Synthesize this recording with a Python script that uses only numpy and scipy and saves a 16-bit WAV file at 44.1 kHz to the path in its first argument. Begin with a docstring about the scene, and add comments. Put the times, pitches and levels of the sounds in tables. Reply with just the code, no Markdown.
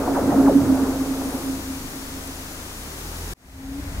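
"""Falling chirps come first: far cracks in a frozen lake, drawn out by the dispersion of bending waves.
Scattered waves merge into a rumble that rings near 270 Hz and dies away. A low drone, like a distant
engine, speeds up under steady hiss, and a far bird whistles twice. The sound cuts out and fades in
at another spot, where one more ice tone swells and wind rumbles on the microphone."""
import sys
import numpy as np
from scipy import signal
from scipy.fft import rfft, irfft
from scipy.io import wavfile

SR = 44100
rng = np.random.default_rng(int(sys.argv[2]) if len(sys.argv) > 2 else 0)


def unload_audio(sound):
    """Save the sound as a 16-bit wav file, at the path given as the first command line argument."""
    columns = np.transpose(np.atleast_2d(sound))
    # keep every value between -1 and 1, then stretch to whole-number steps
    steps = np.round(np.clip(columns, -1, 1) * 32767)
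    wavfile.write(sys.argv[1], SR, steps.astype(np.int16))


N = 176400
T, HZ = np.arange(N) / SR, np.fft.rfftfreq(N, 1 / SR)

# Left-right correlation of the ice and of the air: f/Hz, coefficient
ICE_CORRELATION = [(60, 0.97), (200, 1), (550, .88), (1650, 0.75)]
AIR_CORRELATION = [(60, .99), (130, .98), (290, 0.93), (640, 0.7), (1410, 0), (3100, -0.59), (6820, 0.32),
                   (15000, 0)]
# Balance of the ice and of the air at each spot: f/Hz, left minus right/dB
ICE_BALANCE = [(60, 1.5), (180, 1), (550, -1), (1650, 0.5), (4970, -4), (15000, 5)]
FIRST_AIR_BALANCE = [(60, 3), (110, -2), (200, 1.5), (380, 1), (700, 5), (1290, 5.5), (2380, 3), (4400, 1),
                     (8120, 3.0), (15000, 10)]
SECOND_AIR_BALANCE = [(60, 1.5), (110, -2), (200, 1), (380, 1.5), (700, 4), (1290, 8), (2380, 4.5),
                      (4400, -0.5), (8120, 1.0), (15000, 5)]


def amp(db):
    """Amplitude ratio of a level in decibels."""
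    return 10 ** (np.asarray(db) / 20)


def unit(x):
    """Normalisation to rms 1."""
    return x / np.sqrt(np.mean(abs(x) ** 2) + 1e-20)


def over_time(rows, column=1):
    """Linear interpolation of a time table at every sample."""
    rows = np.array(rows)
    return np.interp(T, rows[:, 0], rows[:, column])


def over_frequency(rows):
    """Interpolation of a table at every bin, on a logarithmic frequency axis."""
    f, value = np.transpose(rows)
    return np.interp(np.log(HZ + 1), np.log(f + 1), value)


def noise():
    """Spectrum of white noise: equal mean power in every bin."""
    return unit(rfft(rng.standard_normal(N)))


def flutter(depth, cutoff_hz):
    """Random amplitude modulation: a gain that wanders about 1."""
    return 1 + depth * unit(irfft(noise() / (1 + (HZ / cutoff_hz) ** 4), N))


def stereo(a, b, correlation, balance):
    """Mid-side mixing: two independent spectra become partly coherent left and right signals."""
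    c = np.clip(over_frequency(correlation), -.95, .999)
    g = amp(over_frequency(balance) / 2)
    mid, side = np.sqrt((1 + c) / 2) * a, np.sqrt((1 - c) / 2) * b
    channels = np.array([(mid + side) * g, (mid - side) / g])
    return irfft(channels * 2 / np.sqrt(g ** 2 + g ** -2 + 2 * c), N)


def air_noise(spectrum, balance):
    """Spectral shaping gives coloured stereo noise; its mid signal has rms 1."""
    gain = amp(over_frequency(spectrum))
    x = stereo(noise() * gain, noise() * gain, AIR_CORRELATION, balance)
    return x / x.mean(0).std()


def dispersion(lag_s, exponent=.75):
    """Bending waves travel slower at low frequencies: an all-pass with zero group delay at 1 kHz."""
    delay = lag_s * ((np.maximum(HZ, 30) / 1000) ** -exponent - 1)
    return np.exp(-2j * np.pi * np.cumsum(delay) * SR / N)


def cracks(scatter_s=.015, gain_db=31):
    """Dispersion turns each crack, an impulse with a cluster of scattered copies, into a falling chirp."""
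    # Arrivals: t/s at 1 kHz, relative level/dB, dispersion lag/s, scattered share, tilt/(dB per octave)
    arrivals = [(.077, -6.5, 0.039, 0.98, -1.5), (.169, -5, .039, 0.54, 3.5), (.322, -5, .036, .8, 2),
                (.398, -10, .043, 0.78, -4), (.479, -.5, .043, .2, -2), (1.219, -21, 0.0086, .05, 4)]
    # Spectrum of a crack: f/Hz, relative level/dB
    spectrum = [(40, -33), (110, 0), (200, -15), (270, 2), (350, -6), (560, 1.5), (850, -1.5), (1300, -16),
                (1900, -25.5), (3000, -62)]
    octaves = np.log2(np.clip(HZ, 200, 3000) / 700)
    mid_side = np.zeros((2, len(HZ)), complex)
    for t, db, lag_s, share, tilt in arrivals:
        direct = np.exp(-2j * np.pi * HZ * t)
        cluster = unit(rfft(rng.standard_normal((2, N)) * np.exp(-abs(T - t) / scatter_s)))
        cluster[0] = np.sqrt(share) * cluster[0] + np.sqrt(1 - share) * direct
        gain = amp(db + gain_db + over_frequency(spectrum) + tilt * octaves)
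        mid_side += gain * dispersion(lag_s) * cluster
    return stereo(*mid_side, ICE_CORRELATION, ICE_BALANCE)


def scattered_waves(paths=9, waves_per_s=900, spread_db=2.5):
    """Multipath propagation: the spectrum of many small chirps that come by paths of different length."""
    total = 0
    for lag_s in np.linspace(.025, .065, paths):
        sizes = amp(spread_db * np.minimum(rng.exponential(1, N), 3)) * rng.choice([-1, 1], N)
        arrives = rng.random(N) < waves_per_s / paths / SR
        total = total + dispersion(lag_s) * rfft(sizes * arrives)
    return unit(total)


def rumble(split_hz=348):
    """Superposed chirps, scattered across the lake, form a rumble whose lows swell after its highs."""
    # Spectral density of the scattered waves: f/Hz, relative level/dB
    spectrum = [(30, -25), (80, -15), (125, 0), (185, -3.5), (230, 5), (275, 5.5), (330, 3), (420, -0.5),
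                (600, -3.5), (900, -9.5), (1400, -15), (2000, -28), (3200, -39.5)]
    # Envelopes below and above the split: t/s, level/dB
    low_level = [(0, -35.5), (.2, -28), (.32, -24.5), (.62, -23.5), (.78, -31.5), (1.2, -40.5), (1.5, -42),
                 (2, -43), (3.3, -69)]
    high_level = [(0, -28.5), (.1, -28), (.4, -26.5), (.6, -30), (.85, -29.5), (1.2, -37), (1.33, -34),
                  (1.55, -43.5), (2, -64), (3.3, -63)]
    a, b = (scattered_waves() * amp(over_frequency(spectrum)) for _ in range(2))
    low = 1 / (1 + (HZ / split_hz) ** 6)
    return sum(unit(stereo(a * band, b * band, ICE_CORRELATION, ICE_BALANCE)) * amp(over_time(level))
               for band, level in [(low, low_level), (1 - low, high_level)])


def ice_ring(centre_hz=271.4, width_hz=52, scatter=.3, side_db=-18, pan_db=-1.5, gain_db=-.2):
    """The sheet radiates best at one drifting pitch; interference with scattered waves makes it beat."""
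    # Envelope of the ringing: t/s, relative level/dB
    envelope = [(0.0, -24.5), (0.04, -38), (0.11, -21), (0.17, -29), (0.29, -18), (0.31, -31.5),
                (0.39, -11.5), (0.42, -18.5), (0.48, -11), (0.52, -27), (0.56, -9.5), (0.65, -26.5),
                (0.7, -10.5), (0.73, -11.5), (0.77, -23.5), (0.84, -21), (0.86, -37), (0.89, -17),
                (0.95, -33.5), (1.02, -19), (1.05, -32), (1.12, -21.5), (1.13, -29.5), (1.29, -26),
                (1.32, -53), (1.35, -18.5), (1.39, -41), (1.48, -21), (1.64, -39.5), (1.71, -29),
                (1.82, -40.5), (1.86, -31), (1.89, -52), (1.94, -34), (1.98, -43.5), (2.17, -38.5),
                (2.25, -47), (2.31, -39.5), (2.36, -50), (2.4, -46)]
    # Drift of its pitch: t/s, f/Hz
    pitch = [(0, 274), (.45, 272), (.58, 278.3), (.68, 266), (1.05, 268.5), (2.3, 266.7)]
    resonance = 1 / (1 + 2j * (HZ - centre_hz) / width_hz) ** 2
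    beats, side = (unit(irfft(scattered_waves() * resonance, N)) for _ in range(2))
    tone = unit(np.sin(2 * np.pi * np.cumsum(over_time(pitch)) / SR))
    mid, side = unit(tone + scatter * beats), amp(side_db) * side
    decay_db = 11.5 * np.maximum(T - envelope[-1][0], 0)  # 11.5 dB/s once the envelope ends
    gain = amp(over_time(envelope) + gain_db - decay_db)
    return np.array([mid + side, mid - side]) * amp([[pan_db / 2], [-pan_db / 2]]) * gain


def ice_tone(pan_db=2.0):
    """A modulated sinusoid: one clean ice tone swells, bends upward and drops to a short tail."""
    # Course of the tone: t/s, f/Hz, level/dB before the fade-in
    course = [(3.36, 257, -44), (3.5, 265, -46), (3.6, 267.5, -33.5), (3.72, 271.5, -27), (3.8, 284.8, -28),
              (3.812, 285, -49), (3.87, 281, -34), (4, 267, -54)]
    phase = 2 * np.pi * np.cumsum(over_time(course)) / SR
    tone = unit(np.sin(phase)) * flutter(depth=.18, cutoff_hz=35)
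    return tone * amp(over_time(course, column=2)) * amp([[pan_db / 2], [-pan_db / 2]])


def engine(harmonics=7):
    """Periodic firing gives a harmonic series, coloured by the long way it travels."""
    # Firing rate: t/s, f/Hz
    firing = [(0.0, 26.05), (0.92, 25.68), (1.18, 27.37), (1.35, 28.4), (1.81, 25.2), (2.39, 25.23),
              (2.64, 26.7), (2.72, 28.6), (2.89, 36.55), (2.97, 38.4), (3.05, 40.07), (3.33, 42.55)]
    # Envelope of the drone: t/s, relative level/dB
    envelope = [(0, -34.5), (1.4, -37.5), (2, -40), (2.7, -42), (3, -37.5), (3.3, -33)]
    # Weight of a harmonic by its frequency: f/Hz, relative level/dB
    spectrum = [(25, -6.5), (40, -3), (52, -9), (66, -1.5), (80, -2.5), (102, -15), (125, -16),
                (160, -10.5), (200, -29.5), (330, -31)]
    f, db = np.transpose(spectrum)
    rate = over_time(firing)
    cycles = np.cumsum(rate) / SR
    drone = 0
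    for k in range(1, harmonics + 1):
        gain = amp(np.interp(k * rate, f, db)) * flutter(depth=.27, cutoff_hz=6)
        drone = drone + gain * np.cos(2 * np.pi * (k * cycles + rng.random()))
    return np.sqrt(2) * drone * amp(over_time(envelope))


def bird(right_db=-11):
    """Two linear downward sweeps: the thin whistles of a far bird on the left."""
    # Whistles: onset t/s, duration/s, first f/Hz, last f/Hz, level/dB on the left
    whistles = [(2.011, 0.09, 4576, 4465, -49), (2.12, 0.074, 4500, 4265, -51)]
    song = 0
    for t, length_s, from_hz, to_hz, db in whistles:
        progress = np.clip((T - t) / length_s, 0, 1)
        cycles = np.cumsum(from_hz + (to_hz - from_hz) * progress) / SR
        envelope = np.sqrt(2 * abs(np.sin(np.pi * progress)))
        song = song + amp(db) * envelope * np.sin(2 * np.pi * cycles)
    return song * amp([[0], [right_db]])


def wind(final_db=-29.5, rise_db_per_s=13.5):
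    """Pressure fluctuations of a building gust rumble on the microphone."""
    # Spectral density of the gust: f/Hz, relative level/dB
    spectrum = [(12, -11), (35, 1), (70, 3), (110, -5), (200, -11.5), (400, -21), (1000, -73)]
    return air_noise(spectrum, SECOND_AIR_BALANCE) * amp(final_db + rise_db_per_s * (T - T[-1]))


def fizz(centre_hz=11200, half_width_hz=2000):
    """Band-limited noise: the highest hiss swells briefly on the left and later gives one tiny tick."""
    band = 1 / (1 + ((HZ - centre_hz) / half_width_hz) ** 4)
    hiss = unit(stereo(noise() * band, noise() * band, AIR_CORRELATION, FIRST_AIR_BALANCE))
    swell = amp(-45.5) * np.exp(-((T - 1.35) / .25) ** 2)
    tick = amp(-29.5) * np.exp(-abs(T - 2.2755) / .0006)
    return hiss * (swell + tick)


def first_air():
    """Nearly stationary broadband noise: air and hiss at the first spot."""
    # Spectral density: f/Hz, relative level/dB
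    spectrum = [(20, -8), (60, -15.5), (150, -3), (300, -1), (600, -7.5), (1200, -9.5), (2000, -14.5),
                (3000, -19.5), (4500, -16.5), (6500, -13.5), (8200, -17), (10500, -16.5), (15500, -20.5)]
    # Slow drift: t/s, level/dB
    envelope = [(0, -38.5), (1.3, -36.5), (2.2, -37.5), (2.8, -38), (3.3, -36.5)]
    return air_noise(spectrum, FIRST_AIR_BALANCE) * amp(over_time(envelope))


def second_air(level_db=-39):
    """Stationary broadband noise: air and hiss at the second spot."""
    # Spectral density: f/Hz, relative level/dB
    spectrum = [(20, -6), (150, 4.5), (400, -1.5), (700, -2), (1200, -6.5), (2000, -8.5), (3000, -17),
                (4500, -14.5), (6500, -12.5), (8200, -15.5), (10500, -16), (15500, -19.5)]
    return air_noise(spectrum, SECOND_AIR_BALANCE) * amp(level_db)


def scene(cut_s=3.337, fade_in_s=.63):
    """Sources add by superposition at each spot; the first stops dead and the second fades in."""
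    first = cracks() + rumble() + ice_ring() + bird() + fizz() + engine() + first_air()
    second = ice_tone() + wind() + second_air()
    before_cut = np.clip((cut_s - T) / .0017, 0, 1)
    fade_in = .014 + np.clip((T - cut_s) / fade_in_s, 0, 1) ** 1.017
    return first * before_cut + second * fade_in * (1 - before_cut)


def record(dry, cutoff_hz=15800):
    """A linear-phase low-pass filter limits the bandwidth."""
    lowpass = signal.firwin(1023, cutoff_hz, window=("kaiser", 9), fs=SR)
    return signal.oaconvolve(dry, lowpass[None], "same")


dry = scene()
out = record(dry)
unload_audio(out)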